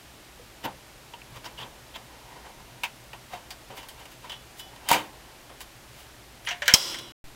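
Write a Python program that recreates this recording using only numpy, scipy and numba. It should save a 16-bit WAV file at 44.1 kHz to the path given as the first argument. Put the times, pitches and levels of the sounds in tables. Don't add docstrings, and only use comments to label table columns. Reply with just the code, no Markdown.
import sys
import numpy as np
from scipy import signal
from scipy.fft import rfft, irfft
from scipy.io import wavfile
from numba import njit

SR = 44100
rng = np.random.default_rng(int(sys.argv[2]) if len(sys.argv) > 2 else 0)


def bounce(signal):
    frames = np.transpose(np.atleast_2d(signal))
    limited = np.clip(frames, -1, 1)
    pcm = np.round(limited * 32767).astype(np.int16)
    wavfile.write(sys.argv[1], SR, pcm)


N = 324135
TIME = np.arange(N) / SR
SLAM_S, MUTE_START_S, MUTE_END_S = 6.7395, 7.121, 7.2415

# f/Hz, width/Hz, gain/dB
LATCH_BODY = [(1030, 93, 4), (1420, 47, 4), (2180, 260, -4), (3200, 220, 9), (3240, 120, 8),
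              (4090, 170, 13.5), (4970, 120, 14.5), (5180, 240, 24), (5500, 170, 12), (7800, 440, -4)]
# t/s, t60/s, thud/dB, knock/dB, clack/dB, click/dB, tick/dB
LATCH_HITS = [(6.738, 0.013, -32, -38, -18, 3, -16.5), (6.7395, 0.069, -23.5, -9.5, 1.5, 9.5, 0),
              (6.7473, 0.15, -41, -18, -13, -11, -10.5)]
def latch_snap():
    out = np.zeros(N)
    for s, t60, *band_db in LATCH_HITS:
        add(out, s, blow(t60, band_db, LATCH_BODY, crack=3))
    return out

# f/Hz, relative level/dB, t60/s
FRAME_MODES = [(317, -47, 1.8), (346, -39.5, 1.6), (394, -34, 0.45), (544, -26.5, 0.44), (950, -57, 1.6),
               (1060, -46, 0.97), (1470, -57, 3.8), (2900, -39.5, 1.6), (3040, -43.5, 0.58),
               (3080, -39, 0.63), (3400, -56.5, 1.7), (3430, -26.5, 0.73), (3980, -38.5, 0.71),
               (3920, -42.5, 1.7), (4450, -29, 0.49), (5200, -37, 0.64), (4800, -34, 0.73),
               (5320, -41, 0.78), (5650, -24, 0.55), (5500, -34.5, 0.65), (5600, -36.5, 0.5),
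               (8070, -26, 0.5), (8250, -51, 0.93), (8383, -41.5, 0.56), (10100, -36, 0.6)]
def frame_ring(gain_db=-1, flutter_hz=45, flutter_db=2, wash_db=(-38, -31, -23, -21, -27)):
    out = np.zeros(N)
    add(out, SLAM_S, ring([(180, 1, .012)]))
    for mode in FRAME_MODES:
        flutter = undb(gain_db + flutter_db * drift(flutter_hz, SR))
        add(out, SLAM_S, flutter * ring([mode]))
    wash = contact(rng.standard_normal(SR), TIME[:SR], t60=0.69, band_db=wash_db, body=LATCH_BODY)
    add(out, SLAM_S, wash)
    return out

# f/Hz, width/Hz, gain/dB
RETAINER_BODY = [(715, 34, 5.3), (1015, 130, 12), (1600, 80, 8.8), (1750, 53, 8), (1870, 330, 19),
                 (2114, 130, 18), (2290, 95, 11), (2780, 160, 11), (3000, 160, 17), (5700, 170, 2.8)]
# thud/dB, knock/dB, clack/dB, click/dB, tick/dB
CLACK_EQ = [-33, -10.5, 0, -7, -20.5]
# t/s, level/dB, tilt/(dB/octave), t60/s, note f/Hz, note level/dB
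RETAINER_CLACKS = [(6.4499, -45, 4.5, .06, 2980, -46), (6.4718, -29, -1.5, 0.29, 2130, -34),
                   (6.488, -27.5, 1.3, 0.11, 6000, -34), (6.5085, -31, 1.5, 0.13, 2800, -23.5),
                   (6.6203, -27, -0.9, 0.14, 1830, -28.5), (6.6573, -35.5, 3, .3, 2800, -41.5),
                   (6.68, -17.5, 1, 0.21, 1620, -18), (6.68, -20.5, 9.5, 0.026, 6060, -17),
                   (6.9438, -32, 2.5, .071, 3100, -31), (6.9867, -44, 8.5, 0.085, 3180, -36)]
def retainer_chatter():
    return sum(tap(row, CLACK_EQ, RETAINER_BODY) for row in RETAINER_CLACKS)

def closing_gap(start_s=6.514, start_hz=710, fall_hz_per_s=1200, firm_db=-30):
    out = np.zeros(N)
    firm_clacks = {s for s, db, *_ in RETAINER_CLACKS if start_s < s < SLAM_S and db > firm_db}
    for s in {start_s} | firm_clacks:
        hz = start_hz - fall_hz_per_s * (s - start_s)
        add(out, s, ring([(hz, -34, 0.23)]))
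    return out

# f/Hz, width/Hz, gain/dB
CASE_BODY = [(330, 38, -15.5), (539, 30, 2), (779, 34, 6.5), (934, 170, 12.5), (1558, 140, 4.5),
             (1878, 98, 8), (2112, 49, 7), (2370, 240, 3.5), (2730, 67, 8), (3017, 190, 7.5),
             (3690, 210, 1), (4680, 590, 4)]
# thud/dB, knock/dB, clack/dB, click/dB, tick/dB
TAP_EQ = [-18.5, -2, 0, -3.5, -7]
# t/s, level/dB, tilt/(dB/octave), t60/s, note f/Hz, note level/dB
CARD_TAPS = [(0.64, -37, -2, .045, 2980, -43), (0.658, -39, -6.5, 0.19, 806, -32),
             (1.1363, -43.5, -4.5, 0.069, 2990, -37), (1.2158, -53, 0, .035, 2530, -36.5),
             (1.4435, -42.5, -1, 0.068, 4900, -45), (2.8347, -29.5, .2, 0.13, 2530, -20),
             (3.1316, -40.5, -3, 0.1, 2730, -37), (3.506, -40.5, 1.7, .14, 4700, -36),
             (3.8304, -47, 0, 0.1, 985, -42), (3.8866, -47.5, 4.5, 0.15, 3260, -42),
             (4.0553, -45, 0.5, .065, 2730, -44), (4.296, -41.5, -0.5, 0.14, 3130, -36),
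             (4.319, -42.5, -0.7, 0.17, 3130, -32.5), (4.7615, -45, -0.5, 0.039, 970, -45),
             (4.888, -24.5, 3, 0.1, 3340, -39), (4.9034, -24.5, -0.5, .26, 745, -21.5),
             (4.9145, -19, 3.4, 0.034, 1070, -16), (4.927, -27, 3.5, 0.16, 2330, -18),
             (5.6057, -42.5, 3, 0.048, 1010, -42)]
def card_taps():
    return sum(tap(row, TAP_EQ, CASE_BODY) for row in CARD_TAPS)

# f/Hz, level/dB, t60/s
SLOT_MODES = [(940, -6.5, 0.042), (131, -35, 0.17), (305.5, -33, 0.42)]
def card_seats(s=4.9145):
    out = np.zeros(N)
    add(out, s, ring(SLOT_MODES))
    return out

# thud/dB, knock/dB, clack/dB, click/dB, tick/dB
SCRAPE_EQ = [-8, 1, 0.5, -4, -8.5]
# peak t/s, level/dB, tilt/(dB/octave), swell/s, t60/s
CARD_SCRAPES = [(0.654, -32, -2.5, 0.0085, 0.063), (1.37, -46.5, -.5, 0.027, 0.12),
                (1.461, -40.5, -0.5, .012, 0.15), (1.586, -46.5, -.7, 0.0038, 0.22),
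                (1.618, -43.5, -1.8, .025, 0.29), (1.962, -41.5, -0.5, 0.0096, .1),
                (3.338, -41.5, -1, 0.016, 0.22), (3.706, -47.5, -3.5, .006, .25),
                (3.779, -42.5, .6, 0.012, 0.21), (4.001, -49.5, 0, 0.016, .24),
                (4.12, -52.5, 2.5, .011, .14), (4.248, -47, -2, .012, 0.22),
                (4.598, -48.5, 5.5, .014, 0.13), (4.945, -27, -1.1, 0.029, 0.25),
                (5.501, -51, -4, 0.0063, 0.13), (5.613, -44.5, 4, .005, 0.12),
                (6.001, -54.5, 3, 0.057, 0.53)]
def card_scrapes(slip_hz=450, slip_db=0.5):
    out = np.zeros(N)
    for s, db, tilt, swell, t60 in CARD_SCRAPES:
        t = TIME[:SR * 2 // 3] - 4 * swell
        friction = rng.standard_normal(len(t)) * undb(-slip_db * drift(slip_hz, len(t)))
        add(out, s + t[0], contact(friction, t, t60, tilted(SCRAPE_EQ, db, tilt), CASE_BODY, swell))
    return out

# t/s, f/Hz, level/dB
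EDGE_SQUEAKS = [(.634, 4950, -48), (.638, 14300, -45), (1.445, 5000, -46), (1.573, 3000, -40.5),
                (1.595, 3180, -41), (1.619, 3180, -43.5), (1.941, 3100, -38.5), (3.755, 13000, -53),
                (4.866, 3320, -46), (6.448, 9900, -48), (6.459, 2920, -36)]
def squeaks(length_s=.032):
    out, size = np.zeros(N), int(length_s * SR)
    swell = np.sin(np.linspace(0, np.pi, size))
    for s, hz, db in EDGE_SQUEAKS:
        squeak = focus(rng.standard_normal(SR // 2), hz, width_share=0.26)[-size:]
        add(out, s, level(squeak, db) * swell)
    return out

# t/s, f/Hz, level/dB
LOW_NOTES = [(0.397, 488, -43), (0.657, 902, -28.5), (1.137, 956, -36.5), (1.322, 128, -39),
             (1.366, 123, -41), (2.8345, 960, -28.5), (3.3354, 722, -29), (3.703, 748, -39),
             (4.243, 1000, -40), (4.664, 770, -44)]
def low_notes(t60=0.11):
    out = np.zeros(N)
    for s, hz, db in LOW_NOTES:
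        add(out, s, ring([(hz, db, t60)]))
    return out

# f/Hz, relative level/dB, t60/s
BRACKET_MODES = [(2990, 10.5, 0.32), (3400, 2.5, 0.44), (3920, -2, .16), (5060, -0.5, 0.23),
                 (5760, -6.5, 0.41)]
# t/s, gain/dB
BRACKET_FLICKS = [(3.779, -58), (4.297, -49), (4.596, -50)]
def bracket_pings():
    out = np.zeros(N)
    for s, db in BRACKET_FLICKS:
        add(out, s, undb(db) * ring(BRACKET_MODES))
    return out

def crackle(start_s=2.9, end_s=3.3, per_s=30, gain_db=-57, spread_db=5):
    catches, span = np.zeros(N), end_s - start_s
    for when, size in rng.random((int(per_s * span), 2)):
        add(catches, start_s + when * span, undb([gain_db + spread_db * (2 * size - 1)]))
    grain = rng.standard_normal(SR // 10) * decay(TIME[:SR // 10], t60=.04)
    return band_filter(signal.fftconvolve(catches, grain)[:N], 1, 4000, "high")

# t/s, level/dB
RUB_FADER = [(0, -80), (.5, -69), (1.7, -61), (2.37, -50), (3.1, -68), (3.8, -53.5), (4.4, -67),
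             (4.7, -54.5), (5.4, -59), (5.8, -70.5), (7.35, -72.5)]
def finger_rub(grain_hz=60, grain_db=3, band_hz=(300, 900)):
    friction = rng.standard_normal(N) * undb(grain_db * drift(grain_hz, N))
    rub = resonate(band_filter(friction, 1, band_hz), CASE_BODY)
    return level(rub, 0) * undb(np.interp(TIME, *np.transpose(RUB_FADER)))

# f/Hz, relative level/dB
AIR_EQ = [(12, -45.5), (20, -7), (65, 1.5), (86, -17.5), (101, -5.5), (123, 1), (150, -8.5), (193, -9),
          (357, -8), (485, -12), (590, -9), (1060, -13), (2820, -15), (14300, -26), (16000, -34)]
# f/Hz, level/dB
HUM_TONES = [(59.5, -72.5), (119.5, -65), (299, -85)]
def room_tone(air_db=-49.75):
    hz, db = np.transpose(AIR_EQ)
    bin_hz = np.maximum(np.arange(N // 2 + 1) * SR / N, 1)
    spectrum = undb(np.interp(np.log(bin_hz), np.log(hz), db))
    air = irfft(rfft(rng.standard_normal(N)) * spectrum, N)
    hum = sum(level(np.sin(2 * np.pi * f * TIME), tone_db) for f, tone_db in HUM_TONES)
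    return level(air, air_db) + hum

def tap(row, eq, body, note_t60_share=0.74):
    s, db, tilt, t60, note_hz, note_db = row
    out = np.zeros(N)
    add(out, s, blow(t60, tilted(eq, db, tilt), body, crack=5))
    fade = decay(TIME[:SR // 2], note_t60_share * t60)
    note = focus(rng.standard_normal(len(fade)) * fade, note_hz, width_share=0.21)
    add(out, s, undb(note_db) * match_energy(note, fade) / np.sqrt(2))
    return out

def blow(t60, band_db, body, crack):
    force = rng.standard_normal(SR // 2)
    force[0] = crack
    return contact(force, TIME[:SR // 2], t60, band_db, body)

BAND_EDGES = [100, 600, 1300, 3600, 7000, 16500]
def contact(force, t, t60, band_db, body, swell=0, damping=0.2):
    out, after = 0, np.maximum(t, 0)
    rise = np.exp(np.minimum(t, 0) / swell) if swell else 1
    room_tail = undb(-23) * decay(after, t60=0.4)
    for low, high, db in zip(BAND_EDGES, BAND_EDGES[1:], band_db):
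        band_t60 = t60 * (np.sqrt(low * high) / 2000) ** -damping
        fade = rise * np.hypot(decay(after, band_t60), room_tail)
        band = resonate(band_filter(force * fade, 3, [low, high]), body)
        out += undb(db) * match_energy(band, fade)
    return out

def tilted(eq, db, tilt, pivot_hz=2000):
    centres = np.sqrt(np.multiply(BAND_EDGES[:-1], BAND_EDGES[1:]))
    return db + np.array(eq) + tilt * np.log2(centres / pivot_hz)

def ring(modes):
    t = TIME[:SR]
    return sum(undb(db) * decay(t, t60) * np.sin(2 * np.pi * hz * t) * rng.choice([-1, 1])
               for hz, db, t60 in modes)

def resonate(x, body):
    return x + sum(undb(db) * signal.lfilter(*signal.iirpeak(hz, hz / width, fs=SR), x)
                   for hz, width, db in body)

def focus(x, hz, width_share):
    peak = signal.iirpeak(hz, 1 / width_share, fs=SR)
    return signal.lfilter(*peak, signal.lfilter(*peak, x))

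def band_filter(x, order, hz, kind="band"):
    return signal.sosfilt(signal.butter(order, hz, kind, fs=SR, output="sos"), x)

def drift(rate_hz, size):
    position = np.arange(size) / SR * rate_hz
    knots = rng.standard_normal(int(position[-1]) + 2)
    return np.interp(position, np.arange(len(knots)), knots)

def decay(t, t60):
    return np.exp(-np.log(1000) * t / t60)

def undb(db):
    return 10 ** (np.asarray(db) / 20)

def level(x, db):
    return x * undb(db) / np.sqrt(np.mean(x ** 2))

def match_energy(x, envelope):
    return x * np.sqrt(np.sum(envelope ** 2) / np.sum(x ** 2))

def add(out, s, sound):
    start = int(s * SR)
    out[start:start + len(sound)] += sound[:N - start]

def scene():
    retainer = latch_snap() + frame_ring() + retainer_chatter() + closing_gap()
    card = card_taps() + card_seats() + card_scrapes()
    details = squeaks() + low_notes() + bracket_pings() + crackle() + finger_rub()
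    handling = (retainer + card + details) * (TIME < MUTE_START_S)
    return (handling + room_tone())[None]

@njit
def follow(x, attack, release):
    out, held = np.empty(len(x)), 0.
    for i in range(len(x)):
        held += (abs(x[i]) - held) * attack if abs(x[i]) > held else -held * release
        out[i] = held
    return out

def mute(x, bump_db=-38, bump_s=0.04):
    bump = undb(bump_db) * np.exp(-np.maximum(TIME - MUTE_END_S, 0) / bump_s)
    return x * (TIME < MUTE_START_S) + (x - bump) * (TIME > MUTE_END_S)

def record(dry, threshold_db=-11, attack_s=0.0033, release_s=0.097, top_hz=15800):
    held = follow(dry[0], 1 / (attack_s * SR), 1 / (release_s * SR))
    ducked = dry / np.maximum(held / undb(threshold_db), 1)
    clipped = np.clip(ducked, -.8, .8)
    top_cut = signal.ellip(12, .1, 90, top_hz, fs=SR, output="sos")
    return signal.sosfiltfilt(top_cut, mute(clipped))

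dry = scene()
out = record(dry)
bounce(out)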